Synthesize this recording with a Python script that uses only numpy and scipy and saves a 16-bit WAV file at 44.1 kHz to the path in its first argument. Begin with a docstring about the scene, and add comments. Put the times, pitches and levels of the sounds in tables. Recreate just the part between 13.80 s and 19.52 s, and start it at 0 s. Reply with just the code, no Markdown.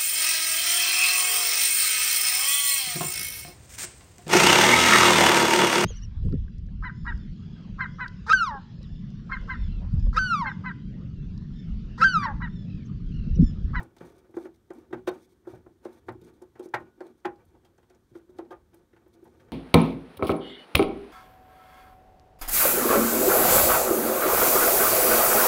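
"""Screwdriver in a metal cabinet

A hand turns a screwdriver on the screw terminals of a controller board inside a sheet-metal cabinet.
Knocks ring cabinet and board as decaying modes with a puff of noise; a few leave single sine tones.
Rubbing is uneven noise through the same modes, scrapes are gritty noise full of tiny snags.
Blade-tip ticks are short noise bands; a lumpy filtered rumble and a thin hiss fill the room."""
import sys
import numpy as np
from scipy import signal
from scipy.fft import rfft, irfft, next_fast_len
from scipy.io import wavfile
from scipy.ndimage import uniform_filter1d, map_coordinates

SR = 44100
rng = np.random.default_rng(int(sys.argv[2]) if len(sys.argv) > 2 else 0)


def wav_record(signal):
    """Record a signal, one row per channel, as 16-bit PCM in the file named by sys.argv[1]."""
    frames = np.transpose(np.atleast_2d(signal))
    bounded = np.clip(frames, -1, 1)
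    # unit amplitude maps onto the largest positive 16-bit level
    quanta = np.round(bounded * 32767).astype(np.int16)
    wavfile.write(sys.argv[1], SR, quanta)


N = 252252

SHAFT_HZ, BLADE_HZ = 1464, 4322  # pitches that recur among the lingering tones
# modes of cabinet and board: f/Hz, relative level/dB, t60/s when free of the hand
BODY_MODES = [(120.5, 14, 0.2), (169.4, 1.5, 0.34), (235.5, 1.5, 0.19), (336.9, 5.5, 0.2),
              (374, -2.5, 0.017), (364, 8.5, 0.16), (472.7, 1, 0.074), (548, 0, 0.1), (606, -12, 0.23),
              (694.5, -2, 0.11), (768, -2.5, 0.05), (816, -10.5, 0.24), (881.5, -5, 0.12), (929, -4, 0.08),
              (1053, -16.5, 0.22), (1198, -7, 0.061), (1402, -8, 0.05), (1513, -9.5, 0.12),
              (1590, -10, 0.053), (1710, -2.5, 0.021), (1764, -10, 0.052), (1940, -10, 0.022),
              (1960, -9.5, 0.044), (2298, -21, 0.12), (2400, -33, 0.21), (3217, -5, 0.097),
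              (3702, -5, 0.091)]


def amp(db):
    """Gain of a level in dB."""
    return 10 ** (np.asarray(db) / 20)


def unit(x):
    """x at rms 1."""
    return x / np.sqrt(np.mean(x ** 2) + 1e-20)


def along(points, hz):
    """(Hz, value) points read on a log frequency axis."""
    f, value = np.transpose(points)
    return np.interp(np.log(hz + 1), np.log(f + 1), value)


def wobble(rate):
    """A smooth random curve through rate knots a second."""
    knots = rng.standard_normal(int(N * rate / SR) + 4)
    return map_coordinates(knots, [np.arange(N) * rate / SR])


def filtered(x, response):
    """x shaped in the spectrum by a real or complex response of frequency."""
    m = next_fast_len(N + SR // 2)
    return irfft(rfft(x, m) * response(np.fft.rfftfreq(m, 1 / SR)), m)[..., :N]


def add(track, s, sound):
    """Mixes a sound into a track at s seconds."""
    track[round(max(s, 0) * SR):][:len(sound)] += sound


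def grit(spiky_db, rate):
    """Noise of rms 1 whose level wanders as surfaces catch and slip."""
    return unit(rng.standard_normal(N) * amp(spiky_db * wobble(rate)))


def body(f, lo_hz, hi_hz, blur):
    """Response of the modes between two frequencies to a steady drag; the touching hand widens them blur times."""
    response, sign = 0, 1
    for centre_hz, db, t60 in BODY_MODES:
        if lo_hz < centre_hz < hi_hz:
            width_hz = blur * np.log(1000) / (np.pi * t60)
            resonance = 1j * f / (centre_hz ** 2 - f * f + 1j * f * width_hz)
            response = response + sign * amp(db) * np.sqrt(width_hz) * resonance
            sign = -sign  # successive modes in the table alternate in sign
    return response


def room():
    """A lumpy low rumble under a steady hiss, both noise shaped by fixed spectra."""
    # level of the rumble: t/s, level/dB
    rumble_level = [(0.0, -67), (0.86, -70.5), (1.19, -65), (1.38, -71), (2.13, -68.5), (2.32, -56.5),
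                    (2.58, -71.5), (3.01, -71), (3.23, -72.5), (3.6, -67.5), (3.98, -69), (4.57, -66.5),
                    (5.37, -68.5), (5.72, -62)]
    # spectrum of the rumble: f/Hz, relative density/dB
    rumble_tone = [(15, -50), (30, -5), (60, 8.5), (110, 8), (180, -18.5), (300, -15), (600, -62)]
    # spectrum of the hiss: f/Hz, relative density/dB
    hiss_tone = [(90, -41), (150, -6), (350, -10), (640, -24), (1500, -24.5), (2750, -37), (3300, -31),
                 (4900, -36.5), (6000, -34.5), (7600, -38), (9400, -35.5), (10500, -45), (11400, -37),
                 (14600, -41), (15600, -41)]
    hiss_db = -70
    rumble_db = np.interp(np.arange(N) / SR, *np.transpose(rumble_level))
    rumble = filtered(grit(1.3, rate=3.5), lambda f: amp(along(rumble_tone, f)))
    hiss = filtered(rng.standard_normal(N), lambda f: amp(along(hiss_tone, f)))
    return amp(rumble_db) * unit(rumble) + amp(hiss_db) * unit(hiss)


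def scrapes():
    """Short soft-ended strokes of skin and steel: gritty noise with many tiny decaying snags."""
    # scrapes: t/s, length/s, level/dB
    scrape_list = [(0, .067, -78), (0.193, 0.088, -74), (0.249, 0.047, -70.5), (0.289, 0.082, -76),
                   (0.38, 0.027, -71), (0.544, 0.023, -73), (0.565, 0.111, -69.5), (0.74, 0.029, -75),
                   (0.946, 0.08, -74), (1.13, .022, -74.5), (1.272, .022, -48), (1.31, .15, -72),
                   (1.49, .047, -74.5), (1.67, 0.093, -72), (1.762, .025, -81), (2.03, 0.041, -74),
                   (2.06, 0.14, -74.5), (2.266, .035, -77), (2.439, 0.067, -69.5), (2.537, 0.04, -78.5),
                   (2.626, .02, -78), (2.827, 0.038, -65), (2.995, 0.017, -77), (3.21, .104, -77),
                   (3.262, 0.017, -70), (3.375, 0.034, -80), (3.667, .042, -81), (4.291, 0.027, -82),
                   (4.345, .048, -73), (4.493, .022, -76.5), (4.566, 0.018, -74), (4.708, 0.024, -69.5),
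                   (4.946, 0.052, -79.5), (5.331, 0.026, -70), (5.416, 0.069, -78.5), (5.492, 0.17, -83)]
    # colour of the rubbing surfaces before a gentle bass cut: f/Hz, relative density/dB
    skin_tone = [(1200, -39), (2200, 7), (2800, -17), (3400, 3), (5300, -4.5), (6100, 0), (7400, -9),
                 (8700, -2.5), (10800, -11.5), (11800, -7.5), (16000, -13.5)]
    snags_per_s, snag_db, snag_spread_db, snag_t60_s = 160, 2, 1, 0.008
    stroke = np.zeros(N + SR)
    for s, length, db in scrape_list:
        add(stroke, s, np.full(round(length * SR), amp(db)))
    soft_stroke = uniform_filter1d(stroke[:N], round(0.0086 * SR))

    chance, size = rng.random(N), rng.standard_normal(N)
    snags = (chance < snags_per_s / SR) * amp(snag_db + snag_spread_db * size)
    snag_decay = amp(-60 * np.arange(SR // 20) / SR / snag_t60_s)
    uneven = amp(2.6 * wobble(70)) + signal.fftconvolve(snags, snag_decay)[:N]
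    hiss = filtered(grit(0.89, rate=250) * uneven, lambda f: amp(along(skin_tone, f)) * f / (f + 1500))
    return soft_stroke * unit(hiss)


def rubbing():
    """Uneven drag shakes cabinet and board modes; each stroke builds, holds and eases off."""
    # pushes and turns of hand and shaft: full pressure t/s, hold/s, cabinet level/dB, board level/dB
    stroke_list = [(0, 0.023, -49, -55.5), (0.229, 0.052, -50.5, -57), (0.36, .12, -65.5, -68.5),
                   (0.616, 0.037, -45.5, -59), (0.948, 0.042, -50, -61.5), (1.167, 0.026, -46.5, -61),
                   (1.328, 0.036, -49.5, -56.5), (1.523, 0.034, -65.5, -82), (1.701, 0.059, -55.5, -58),
                   (1.885, 0.033, -61, -88), (2.057, 0.094, -56.5, -62), (2.306, 0.026, -48.5, -64),
                   (2.454, 0.038, -53.5, -61), (2.613, 0.034, -60, -75), (2.805, 0.061, -52.5, -58.5),
                   (2.987, 0.028, -50.5, -58), (3.202, 0.11, -56.5, -66.5), (3.474, 0.14, -65, -66),
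                   (3.749, 0.028, -60, -70.5), (3.884, 0.03, -71, -69.5), (4.133, 0.023, -64, -67),
                   (4.357, 0.032, -55, -67.5), (4.567, 0.2, -58, -68.5), (4.944, 0.061, -62, -69),
                   (5.19, .04, -69, -75), (5.357, 0.12, -61, -70), (5.518, 0.18, -62.5, -68)]
    press_db_per_s, ease_db_per_s = 307, 178.5
    s, hold, cabinet_db, board_db = np.transpose(stroke_list)[..., None]
    t = np.arange(N) / SR
    press_db = -press_db_per_s * np.maximum(s - t, 0)
    ease_db = -ease_db_per_s * np.maximum(t - s - hold, 0)
    shape = amp(press_db + ease_db)
    cabinet = filtered(grit(2.2, rate=40), lambda f: body(f, 200, 440, blur=1.4))
    board = filtered(grit(3.15, rate=44), lambda f: body(f, 440, 3000, blur=3.53))
    cabinet_level = np.sum(amp(cabinet_db) * shape, axis=0)
    board_level = np.sum(amp(board_db) * shape, axis=0)
    return cabinet_level * unit(cabinet) + board_level * unit(board)


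def ticks():
    """Tiny bright contacts of steel on brass: a band of noise that dies at once."""
    # ticks of the blade tip: t/s, relative level/dB, centre f/Hz, half width/octaves
    tick_list = [(0.0303, -50.5, 8860, .36), (0.166, -55.5, 5450, 0.54), (0.184, -53, 4120, .3),
                 (0.383, -65, 8000, .7), (0.511, -68, 7020, .9), (0.5689, -54, 5000, 0.6),
                 (0.905, -57.5, 5000, 0.61), (0.935, -59, 8050, 0.37), (1.2774, -48, 3680, .4),
                 (2.0507, -51, 3060, .9), (2.1311, -63, 11300, 0.3), (2.2897, -47.5, 3740, 0.17),
                 (2.323, -63, 10100, .6), (2.415, -60, 8000, .8), (2.6206, -54, 6500, 0.68),
                 (2.795, -53, 8170, .47), (2.8614, -60, 8950, .4), (2.888, -60, 6320, 0.37),
                 (2.9434, -32.5, 3600, 0.15), (3.206, -54.5, 4380, .33), (3.455, -35.5, 3400, 0.086),
                 (3.559, -65.5, 3700, .35), (3.6524, -63, 11300, .3), (3.8487, -61, 3840, 0.75),
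                 (3.9795, -64, 6860, .2), (4.099, -58.5, 5460, 0.4), (4.1484, -62.5, 6110, 0.22),
                 (4.586, -50.5, 3960, .5), (4.65, -67, 4200, 0.17), (4.944, -53, 11700, 0.33),
                 (5.2807, -65.5, 14050, .3), (5.443, -60, 12000, 0.21)]
    t60_s, rise_s = 0.037, 0.00059
    out, t = np.zeros(N + SR), np.arange(SR // 8) / SR
    for s, db, centre_hz, octaves in tick_list:
        edges_hz = centre_hz * 2 ** (octaves * np.array([-1, 1]))
        band = signal.butter(1, edges_hz, "band", fs=SR, output="sos")
        burst = unit(signal.sosfilt(band, rng.standard_normal(len(t))))
        envelope = amp(db - 4.0 - 60 * t / t60_s) * (1 - np.exp(-t / rise_s))
        add(out, s - 0.001, envelope * burst)
    return out[:N]


def tones():
    """Single decaying sines that linger after a few knocks until a touch stops them."""
    # lingering tones: t/s, f/Hz, level/dB before the soft ends, t60/s, length/s
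    tone_list = [(0, SHAFT_HZ, -52, 0.21, 0.2), (1.282, 3150, -46, .07, .06),
                 (1.286, 3710, -44.5, 0.077, .07), (1.288, BLADE_HZ, -40, 0.042, 0.04),
                 (2.295, 120.7, -42, 0.37, 0.15), (2.939, 1970, -25, 0.055, .05),
                 (2.94, 836, -17.5, 0.056, .1), (2.943, 1860, -30.5, 0.13, 0.15),
                 (2.97, SHAFT_HZ, -60.5, 0.71, 0.21), (3.202, BLADE_HZ, -77, 0.66, 0.12),
                 (3.451, 829, -22, 0.07, .1), (4.709, 1592, -42.5, 0.057, .05),
                 (4.71, 724, -41, 0.11, 0.073), (4.715, 1216, -39.5, 0.12, 0.1)]
    out = np.zeros(N + SR)
    for s, hz, db, t60, length in tone_list:
        t = np.arange(round(length * SR)) / SR
        soft_ends = (1 - np.exp(-t / 0.0041)) * (1 - np.exp((t - length) / 0.012))
        add(out, s, amp(db - 60 * t / t60) * soft_ends * np.sin(2 * np.pi * hz * t))
    return out[:N]


def knocks():
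    """Each knock rings the body at new strengths and leaves a diffuse puff that dies band by band."""
    # knocks: t/s, strength/dB, then against strength: thud/dB, hollow/dB, upper board/dB, edge/dB; rise/s at 800 Hz
    knock_list = [(0.002, -36, -9.5, -20, -7.5, -25, 0.0011), (0.166, -55, -16, -2, 0, -7, .0031),
                  (0.208, -40.5, -4.5, 3, -4, -25, 0.0033), (0.492, -57, -4, 6, -26, -20, 0.0028),
                  (0.541, -53.5, -8, 7.5, 3.5, -23, 0.0026), (0.568, -35.5, -21, 5, -5, -34, 0.00199),
                  (0.655, -45.5, -15, 8.5, 0.5, -25, .0021), (0.904, -41.5, -23, 6, -2.5, -24, 0.0028),
                  (1.107, -50.5, -10, 5, -13, -20, 0.0038), (1.128, -28.5, -12, 0, -1.5, -23, 0.0046),
                  (1.273, -21, -30.5, 1.5, -5.5, -16.5, 0.0065), (1.65, -58.5, -1, -2, 5, -28, 0.0045),
                  (1.671, -40, -19, 3, -11.5, -43, 0.0037), (1.731, -40.5, -3, 0, -39, -31, 0.0042),
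                  (1.864, -49, -36, 1.5, -6.5, -35, 0.0024), (2.054, -36.5, -22, 4, -6, -27, 0.0022),
                  (2.285, -29, -28, -9, -2, -30, 0.0021), (2.412, -64.5, 11, 21, -9, 2, .007),
                  (2.616, -49, -24, 6, -3.5, -29, 0.0057), (2.755, -52, -11, 0, 2, -18, 0.0035),
                  (2.795, -41.5, -58, 7.5, -12, -20, .003), (2.857, -55.5, -18, 16.5, -7, -19, 0.0023),
                  (2.939, -21.5, -23, -11, 3.5, -20, .0036), (3.206, -38, -39, 3.5, -4, -30, 0.0037),
                  (3.254, -54.5, -18, 11.5, -1, -23, 0.0038), (3.448, -23.5, -23, -3.5, 2, -23, 0.0081),
                  (3.75, -56, -22, -2, -8, -28, 0.0017), (3.848, -57.5, -10, -23, -3.5, -4.5, .006),
                  (3.983, -60, -4, 3, 0, -13, 0.0021), (4.029, -65.5, -11, -3, 4.5, -7, 0.003),
                  (4.101, -58.5, -13, 1.5, 0, -10, .0047), (4.314, -73, 10, 14, -2, -6, 0.0031),
                  (4.353, -52, -28, 12, 1.5, -15, 0.0026), (4.492, -63, -1, 11, -3, -29, 0.0033),
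                  (4.588, -36.5, -61, 6, -6.5, -25, 0.0037), (4.707, -36.5, -45, -7.5, -15, -23, .0035),
                  (4.726, -41, -28, -5.5, -3, -28, .0036), (4.932, -52.5, -20, -2, -3.5, -14, .0082),
                  (5.131, -62.5, -1, 7, 6, -13, 0.0036), (5.164, -60, -21, -8, 8.5, -11, 0.0029),
                  (5.26, -58, -22, -2, -5, -21, 0.0044), (5.425, -66, 1, 19, 0, -17, 0.0033),
                  (5.454, -50, -16, -4, -6.5, -22, 0.0046), (5.597, -64, 6, -5, 12, 0.5, 0.0061),
                  (5.684, -69, -5, -3, 12, -4, 0.0029)]
    # centres of thud, hollow, board, upper board, metal and treble: f/Hz
    colour_hz = [130, 350, 800, 1750, 3700, 10000]
    # the hand eases off the cabinet: t/s, share of the free ring time
    freedom = [(0, 0.81), (2.1, 0.84), (2.9, 1), (5.72, 1)]
    # diffuse decay in the cabinet: f/Hz, t60/s when free of the hand
    diffuse_t60 = [(100, 1), (350, 0.19), (1000, 0.15), (3500, 0.099), (10000, 0.079)]
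    metal_db, treble_db = 2.5, -3  # how the edge of a knock divides
    soft_db, dulling = -34, 0.25  # treble dB lost per dB of strength above soft_db
    rings, puffs, t = np.zeros(N + SR), np.zeros(N + SR), np.arange(SR // 3) / SR
    hz, mode_db, t60 = np.transpose(BODY_MODES)[..., None]

    for s, db, thud, hollow, upper, edge, rise in knock_list:
        free = np.interp(s, *np.transpose(freedom))
        treble = edge + treble_db - dulling * max(db - soft_db, 0)
        colour = list(zip(colour_hz, [thud, hollow, 0, upper, edge + metal_db, treble]))

        def swell(f):
            """Build-up of the push, later for lower frequencies."""
            return 1 - np.exp(-(t / (rise * (900 / (f + 100)) ** 0.54)) ** 2)

        level_chance, crest_chance = rng.standard_normal((2, len(BODY_MODES), 1))
        level_db = mode_db + along(colour, hz) + 3.92 * level_chance - 60 * t / (t60 * free)
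        crest_s = 1.3 * rise + 0.00294 + 0.00022 * crest_chance  # the modes nearly line up here
        modes = amp(level_db) * swell(hz) * np.cos(2 * np.pi * hz * (t - crest_s))
        add(rings, s - 0.002, amp(db - 7.0) * np.sum(modes, axis=0))

        f, frame_s, z = signal.stft(rng.standard_normal(len(t)), SR, nperseg=256, noverlap=224)
        slope_db = -3 * np.log2(f / 800 + 0.0057)  # wider bands higher up hold less per Hz
        start_db = along(colour, f) + slope_db
        fade_db = -60 * frame_s / (along(diffuse_t60, f)[:, None] * free)
        puff = signal.istft(z * amp(start_db[:, None] + fade_db), SR, nperseg=256, noverlap=224)[1]
        add(puffs, s - 0.002, amp(db + 5) * swell(1400) * puff[:len(t)])

    # the puffs pass through the board, and lower down mostly the modes remain
    puffs = filtered(puffs[:N], lambda f: 1 + amp(20.0) * body(f, 440, 4000, blur=2.64))
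    puffs = filtered(puffs, lambda f: amp(-4.5) + (1j * f / (1j * f + 420)) ** 2)
    # the microphone's low cut thins the knocks below about 70 Hz
    return filtered(rings[:N] + puffs, lambda f: (1j * f / (1j * f + 70)) ** 3)


def scene():
    """All layers summed into one channel."""
    return (room() + scrapes() + rubbing() + ticks() + tones() + knocks())[None]


def record(dry):
    """A sharp band limit keeps nothing above 15750 Hz."""
    return filtered(dry, lambda hz: hz < 15750)


dry = scene()
out = record(dry)
wav_record(out)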